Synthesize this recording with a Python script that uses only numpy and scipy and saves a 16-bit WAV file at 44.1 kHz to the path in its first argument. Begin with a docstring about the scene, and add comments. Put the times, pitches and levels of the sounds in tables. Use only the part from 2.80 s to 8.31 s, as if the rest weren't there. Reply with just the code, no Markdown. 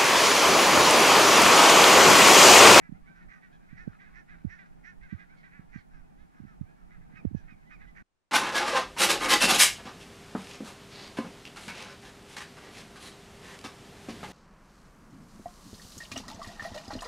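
"""Geese over a marsh

Geese give short honks: a pulsing voice box rings the throat and beak, rasping at first and clearing as the
pitch falls. More birds murmur far off, over a low hum and a light breeze, and soft bumps shake a hand-held
camera's microphones. Near the end the scene changes to the hush of a still pond."""
import sys
import numpy as np
from scipy import signal
from scipy.fft import rfft, irfft, next_fast_len
from scipy.io import wavfile

SR = 44100
rng = np.random.default_rng(int(sys.argv[2]) if len(sys.argv) > 2 else 0)


def dump_mix(stems):
    """Bounce the given channels to the path in sys.argv[1] as a 16-bit WAV at rate SR."""
    frames = np.atleast_2d(stems).T  # one column per channel
    limited = np.clip(frames, -1, 1)  # hard clip at full scale
    pcm = np.round(limited * 32767).astype(np.int16)
    wavfile.write(sys.argv[1], SR, pcm)


N = 242991
TIME = np.arange(N) / SR
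MARSH_END_S, MIC_LAG_S = 5.222, .000102

# the nearby honks: t/s, length/s, top pitch/Hz, level/dB, voice name
NEAR_HONKS = [(0, 0.11, 338.7, -61, "deep"), (0.129, .074, 709, -71.5, "yelp"),
              (0.248, 0.11, 793, -61.5, "yelp"), (0.334, .11, 391, -62.5, "dull"),
              (0.383, 0.097, 373, -64.5, "plain"), (.478, 0.14, 390, -57, "harsh"),
              (0.606, 0.094, 389.6, -59.5, "plain"), (0.71, 0.081, 835, -65.5, "reedy"),
              (0.872, 0.14, 389, -63, "plain"), (.953, .12, 362.6, -54, "nasal"),
              (1.048, 0.12, 396, -66.5, "dull"), (1.179, 0.097, 404, -58.5, "plain"),
              (1.224, .09, 426, -61.5, "plain"), (1.331, .11, 365.5, -54.5, "nasal"),
              (1.472, .108, 417, -57.5, "plain"), (1.678, .122, 368.3, -52.5, "nasal"),
              (1.771, 0.089, 393.4, -55.5, "plain"), (1.834, .067, 410, -63.5, "dull"),
              (2.028, .117, 365, -52, "nasal"), (2.202, .1, 532.6, -59, "plain"),
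              (2.281, 0.095, 398.4, -56.5, "plain"), (2.373, .095, 412, -56, "plain"),
              (2.479, 0.097, 780, -65, "yelp"), (2.555, 0.093, 1120, -70, "shrill"),
              (2.62, 0.088, 399.6, -58, "plain"), (2.699, 0.13, 286.8, -59, "deep"),
              (2.91, .12, 393.7, -55, "harsh"), (2.962, 0.078, 1122, -67, "shrill"),
              (3.095, .17, 413, -65.5, "dull"), (3.36, .13, 425, -71, "reedy"),
              (3.515, .16, 419, -68.5, "dull"), (3.646, 0.13, 450, -64.5, "dull"),
              (3.829, 0.16, 840, -71.5, "yelp"), (3.949, 0.14, 451, -71.5, "dull"),
              (4.088, .12, 417, -65, "plain"), (4.194, .073, 417, -71, "plain"),
              (4.31, 0.077, 403, -67.5, "plain"), (4.339, .075, 316, -56.5, "cracking"),
              (4.543, .1, 862, -65.5, "whine"), (4.671, 0.071, 310.6, -59, "cracking"),
              (4.842, .093, 1002, -69.5, "squeak"), (4.893, .068, 309.5, -55.5, "cracking"),
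              (4.994, 0.083, 418, -58.5, "plain"), (5.055, 0.072, 1013, -65, "squeak"),
              (5.145, .095, 393, -55, "harsh")]
# goose voices by name: place of the pitch top/0-1, pitch droop, roughness/0-1, throat resonance/Hz,
# its width/Hz, overtone level/dB, beak resonance/Hz, left minus right/dB
GOOSE_VOICES = {"nasal": (0.6, 0.8, .37, 1795, 225, -24, 5600, -10),
                "plain": (0.44, .76, 0.44, 1810, 330, -23.5, 3600, -7),
                "harsh": (0.53, .62, 0.7, 1807, 370, -26, 5900, -9.5),
                "deep": (0.5, 0.7, 0.3, 1800, 520, -37, 3500, -5),
                "dull": (0.3, 0.6, .56, 1468, 290, -23, 5400, -3.5),
                "cracking": (0.36, 0.56, 0.53, 1780, 700, -26, 3000, -9),
                "yelp": (0.63, 0.4, 0.4, 1760, 520, -26.5, 3500, -7),
                "reedy": (0.5, 0.4, .22, 1620, 450, -13.5, 3550, -5),
                "whine": (.12, .14, 0.4, 1620, 450, -12, 5900, -15),
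                "squeak": (.5, 0.3, 0.1, 1980, 450, -16.5, 3300, -8),
                "shrill": (.2, 0.5, .14, 2120, 450, -9.5, 4400, -9.5)}
# the clean squeal of a cracking voice: same columns as a goose voice
SQUEAL_VOICE = (0.16, .3, .09, 2380, 950, -22.5, 5400, -10.5)
# how much of the honk's body the beak lets out: f/Hz, level/dB
BEAK_SPECTRUM = [(500, -55), (900, -16), (1250, -0.5), (1600, -0.5), (1850, 0), (2250, -1), (2550, -3),
                 (2750, -10), (3200, -21)]
# how much of the high overtones it lets out: f/Hz, level/dB
OVERTONE_SPECTRUM = [(2500, -17.5), (2950, 6), (3500, 3), (4600, -1), (5700, -2), (6700, -3.5), (8000, -12),
                     (11000, -39)]
# how the far chatter swells and fades: t/s, level/dB
CHATTER_SWELL = [(0, -5.5), (.45, 8), (.8, 1.5), (1.1, 7.5), (2, 0.5), (2.5, 6.5), (3.3, -4), (4.3, 1.5),
                 (5.2, 3.5)]
# bumps on the camera: t/s, level/dB, knock pitch/Hz, relative edge level/dB, relative rebound level/dB
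CAMERA_BUMPS = [(0.095, -31.5, 202, -42, -25), (.125, -26.5, 200, -47, -20), (.931, -33, 181, -33, -12),
                (1.078, -21, 199, -13, -19), (1.651, -18.5, 201, -25, -7.5), (2.329, -23, 191, -32, -6),
                (2.339, -31, 189, -45, -23), (2.796, -33, 171, -21, -27), (2.961, -27, 203, -31, -14),
                (3.603, -32.5, 215, -35, -8), (3.638, -37, 215, -35, -16), (3.652, -34.5, 207, -23, -10.5),
                (3.814, -21, 163, -57, -14.5), (4.183, -40.5, 172, -40, -17.5),
                (4.339, -39.5, 199, -35, -8.5), (4.453, -16.3, 221, -10.5, -5.5), (4.514, -32, 250, -32, 0),
                (4.550, -17, 187, -16, -13), (4.725, -40.5, 194, -43, -12)]
# the tone of the open air: f/Hz, level/dB
AIR_SPECTRUM = [(20, 3), (33, 3), (45, 5.5), (65, -8), (110, -11), (170, 4.5), (230, -4), (370, -13.5),
                (540, -19.5), (780, -10), (1050, -22.5), (2000, -28.5), (3500, -39.5), (11000, -44),
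                (15500, -53)]
# how alike the air sounds on the two sides: f/Hz, likeness/-1..1
AIR_STEREO_LIKENESS = [(60, -0.28), (110, -0.26), (190, -0.63), (800, -0.83), (1300, -0.4), (2000, -0.047),
                       (3500, 0.014), (16000, -0.015)]
# which side the air is louder on: f/Hz, left minus right/dB
AIR_BALANCE = [(30, -8), (90, -9.5), (140, -.5), (600, -1.5), (2000, -0.5), (8000, -1)]
# the tone of the pond's hush: f/Hz, level/dB
POND_SPECTRUM = [(20, 1.5), (60, -6.5), (300, -10.5), (1300, -16), (4000, -25), (9500, -29.5), (10500, -53)]


def honk(length, pitch, top, droop, rough, throat_hz, width_hz, overtones_db, beak_hz, size=8192):
    """One call: the voice box pulses, unevenly at first, and rings the throat and beak."""
    progress = np.minimum(np.arange(size) / (length * SR), 1)
    rasp = rough * (1.3 - .9 * progress)
    # the pitch scoops up as pressure builds, arches over and sags as it fades
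    scoop = .1 * np.exp(-(progress / .16) ** 2)
    arch = 1.005 - droop * (progress - top) ** 2 - scoop - .09 * progress ** 5
    jitter = (.0056 + .03 * rasp) * wobble(size, 200)
    hz = pitch * arch * (1 + jitter + .0058 * wobble(size, 35))
    phase = 2 * np.pi * np.cumsum(hz) / SR
    pulses = unit(sum(np.cos(k * phase + k * k) for k in range(1, int(7500 / pitch))))
    # air hisses once a cycle, and uneven pulses make the voice rough
    hiss = rng.standard_normal(size) * (1 + np.cos(phase))
    source = pulses * (1 + .8 * rasp * wobble(size, 220)) + 2.4 * rasp ** 2 * hiss
    bark = 1 + .33 * np.exp(-((progress - .29) / .17) ** 2)
    swell = np.abs(np.sin(np.pi * progress ** .85)) ** 1.55 * bark
    # as the beak closes, the throat resonance sinks through three positions
    body = 0
    for position, centre_hz in zip(np.eye(3), throat_hz * np.array([1.085, 1, .915])):
        share = np.interp(progress, [.15, .45, .75], position)
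        body += shaped(source * swell * share, lambda f: throat(f, centre_hz, width_hz))
    breathy = source + 2.4 * (1.1 + rough) * hiss
    overtones = shaped(breathy * swell ** .93, lambda f: beak(f, beak_hz))
    return (unit(body) + undb(overtones_db) * unit(overtones)) * np.sqrt(length * SR / size)


def throat(hz, centre_hz, width_hz, ring_hz=2530, ring_width_hz=79, ring_db=-19.5):
    """The throat favours one broad band of pitches; a narrow one above it adds a nasal ring."""
    main = 1 / np.hypot(1, 2 * (hz - centre_hz) / width_hz)
    ring = undb(ring_db) / (1 + (2 * (hz - ring_hz) / ring_width_hz) ** 2)
    return undb(read(BEAK_SPECTRUM, hz)) * (main + ring)


def beak(hz, centre_hz, width_hz=680):
    """The beak boosts the overtones near its own resonance."""
    resonance = 1 / (1 + (2 * (hz - centre_hz) / width_hz) ** 2)
    return undb(read(OVERTONE_SPECTRUM, hz)) * (.49 + resonance)


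def placed_honk(length, pitch, db, voice):
    """One honk in a given voice, as the two microphones hear it."""
    *timbre, pan_db = voice
    return undb(db) * stereo(honk(length, pitch, *timbre), pan_db, MIC_LAG_S)


def near_geese(crack_after_s=.016, squeal_s=.076, squeal_ratio=4.13):
    """The calls that stand out. A cracking voice adds a squeal about two octaves up."""
    out = np.zeros((2, N))
    for start, length, pitch, db, voice in NEAR_HONKS:
        add(out, start, placed_honk(length, pitch, db, GOOSE_VOICES[voice]))
        if voice == "cracking":
            squeal = placed_honk(squeal_s, pitch * squeal_ratio, db - 4, SQUEAL_VOICE)
            add(out, start + crack_after_s, squeal)
    return out


def far_geese(count=100, level_db=-72, scatter_db=5):
    """Many faint honks from all over the marsh blend into a murmur."""
    out = np.zeros((2, N))
    for k, (when, long, high, rough, bright, loud, side) in enumerate(rng.random((count, 7))):
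        call = honk(length=.0803 + .06 * long, pitch=350 * 2 ** (1.3 * high ** 2),
                    top=.3987, droop=.387, rough=.31 + .5 * rough,
                    throat_hz=826 + 700 * bright, width_hz=735, overtones_db=-21, beak_hz=3900)
        placed = stereo(call, pan_db=-1.6, lag_s=MIC_LAG_S * 2 * side)
        add(out, (k + when) / count * MARSH_END_S, undb(scatter_db * loud) * placed)
    return unit(out) * undb(level_db + np.interp(TIME, *np.transpose(CHATTER_SWELL)))


def marsh_echo(x, level_db=-15, fade_s=.23, size=32768):
    """Reeds, banks and water scatter a thin echo back."""
    t = np.arange(size) / SR
    envelope = undb(-60 * t / fade_s) * (1 - np.exp(-t / .0023))
    tail = unit(rng.standard_normal((2, size)) * envelope) / np.sqrt(size)
    return undb(level_db) * signal.fftconvolve(x[1:], tail, axes=1)[:, :N]


def bumps(rise_s=.0017, fall_s=.0033, sag_s=.021, edge_hz=420, lead_s=.02, left_db=-21, size=4096):
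    """Each bump shakes mainly the right microphone: a hard edge, a sinking knock, a slow rebound."""
    out = np.zeros(N)
    t = np.arange(size) / SR - lead_s
    for start, db, hz, edge_db, rebound_db in CAMERA_BUMPS:
        phase = 2 * np.pi * hz * sag_s * (1 - np.exp(-t / sag_s))
        knock = -2 * np.cos(phase) / (np.exp(-t / rise_s) + np.exp(t / fall_s))
        edge = -np.cos(2 * np.pi * edge_hz * t) / np.cosh((t + .0013) / .00089)
        # hard contacts also scuff the case
        scuff = undb(-31) * unit(lowpass(rng.standard_normal(size), 1800)) / np.cosh(t / .0071)
        rebound_hz = 85 + .9 * (-17 - db)  # heavier bumps rebound more slowly
        late = t - .0171
        rebound = 2 * np.cos(2 * np.pi * rebound_hz * late)
        rebound /= np.exp(-late / .0024) + np.exp(late / .0085)
        bump = knock + undb(edge_db) * (edge + scuff) + undb(rebound_db) * rebound
        add(out, start - lead_s, undb(db) * bump)
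    return np.array([-undb(left_db) * out, out])


def open_air(level_db=-53, gust_db=6, waver_db=1.56):
    """Distant hum and hiss, with a light breeze stirring the bass."""
    mid, side = rng.standard_normal((2, N))
    mid = shaped(mid, lambda f: np.sqrt(1 + read(AIR_STEREO_LIKENESS, f)))
    side = shaped(side, lambda f: np.sqrt(1 - read(AIR_STEREO_LIKENESS, f)))
    sign = np.array([[1], [-1]])  # left, right
    air = unit(shaped(mid + sign * side,
                      lambda f: undb(read(AIR_SPECTRUM, f) + sign * read(AIR_BALANCE, f) / 2)))
    breeze = lowpass(air, 100)
    hum = lowpass(air - breeze, 1200)
    hiss = air - breeze - hum
    gusts = undb(gust_db * np.minimum(wobble(N, 5.7), 1.2))
    waver = undb(waver_db * wobble(N, 9.2))
    return undb(level_db) * (breeze * gusts + hum * waver + hiss)


def pond(level_db=-83):
    """The faint hush of sheltered water."""
    noise = rng.standard_normal(N) + 2.3 * rng.standard_normal((2, N))
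    return undb(level_db) * unit(shaped(noise, lambda f: undb(read(POND_SPECTRUM, f))))


def stereo(x, pan_db, lag_s):
    """The left microphone hears the wave a moment later and upside down."""
    left = -shaped(x, lambda f: np.exp(-2j * np.pi * f * lag_s))
    gains = unit(undb(np.array([pan_db, -pan_db]) / 2))
    return np.array([gains[0] * left, gains[1] * x])


def undb(db):
    """Turn decibels into a gain."""
    return 10 ** (np.asarray(db) / 20)


def unit(x):
    """Scale to an average power of 1."""
    return x / np.sqrt(np.mean(x ** 2) + 1e-30)


def read(points, hz):
    """Look up a frequency in a table, blending between rows on an octave scale."""
    freqs, values = np.transpose(points)
    return np.interp(np.log(hz + 1), np.log(freqs), values)


def shaped(x, gain):
    """Give each frequency its own gain."""
    size = next_fast_len(x.shape[-1] + 512)
    hz = np.arange(size // 2 + 1) * SR / size
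    return irfft(rfft(x, size) * gain(hz), size)[..., :x.shape[-1]]


def lowpass(x, top_hz):
    """Keep what lies below about top_hz."""
    return shaped(x, lambda f: 1 / (1 + (f / top_hz) ** 4))


def wobble(size, rate_hz):
    """Random wavering, up to about rate_hz."""
    return unit(lowpass(rng.standard_normal(size), rate_hz))


def add(out, start, x):
    """Mix a sound in at its start time."""
    i = max(int(start * SR), 0)
    out[..., i:i + x.shape[-1]] += x[..., :max(N - i, 0)]


def scene(fade_s=.0069):
    """The marsh with its geese plays until the scene changes suddenly to the pond."""
    geese = near_geese() + far_geese()
    marsh = geese + marsh_echo(geese) + open_air() + bumps()
    marsh_share = np.clip((MARSH_END_S - TIME) / fade_s + 1, 0, 1)
    return marsh * marsh_share + pond() * (1 - marsh_share)


def record(dry):
    """Cut the highest treble, above 15.7 kHz."""
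    return signal.sosfilt(signal.ellip(8, .2, 70, 15700, fs=SR, output="sos"), dry)


dry = scene()
out = record(dry)
dump_mix(out)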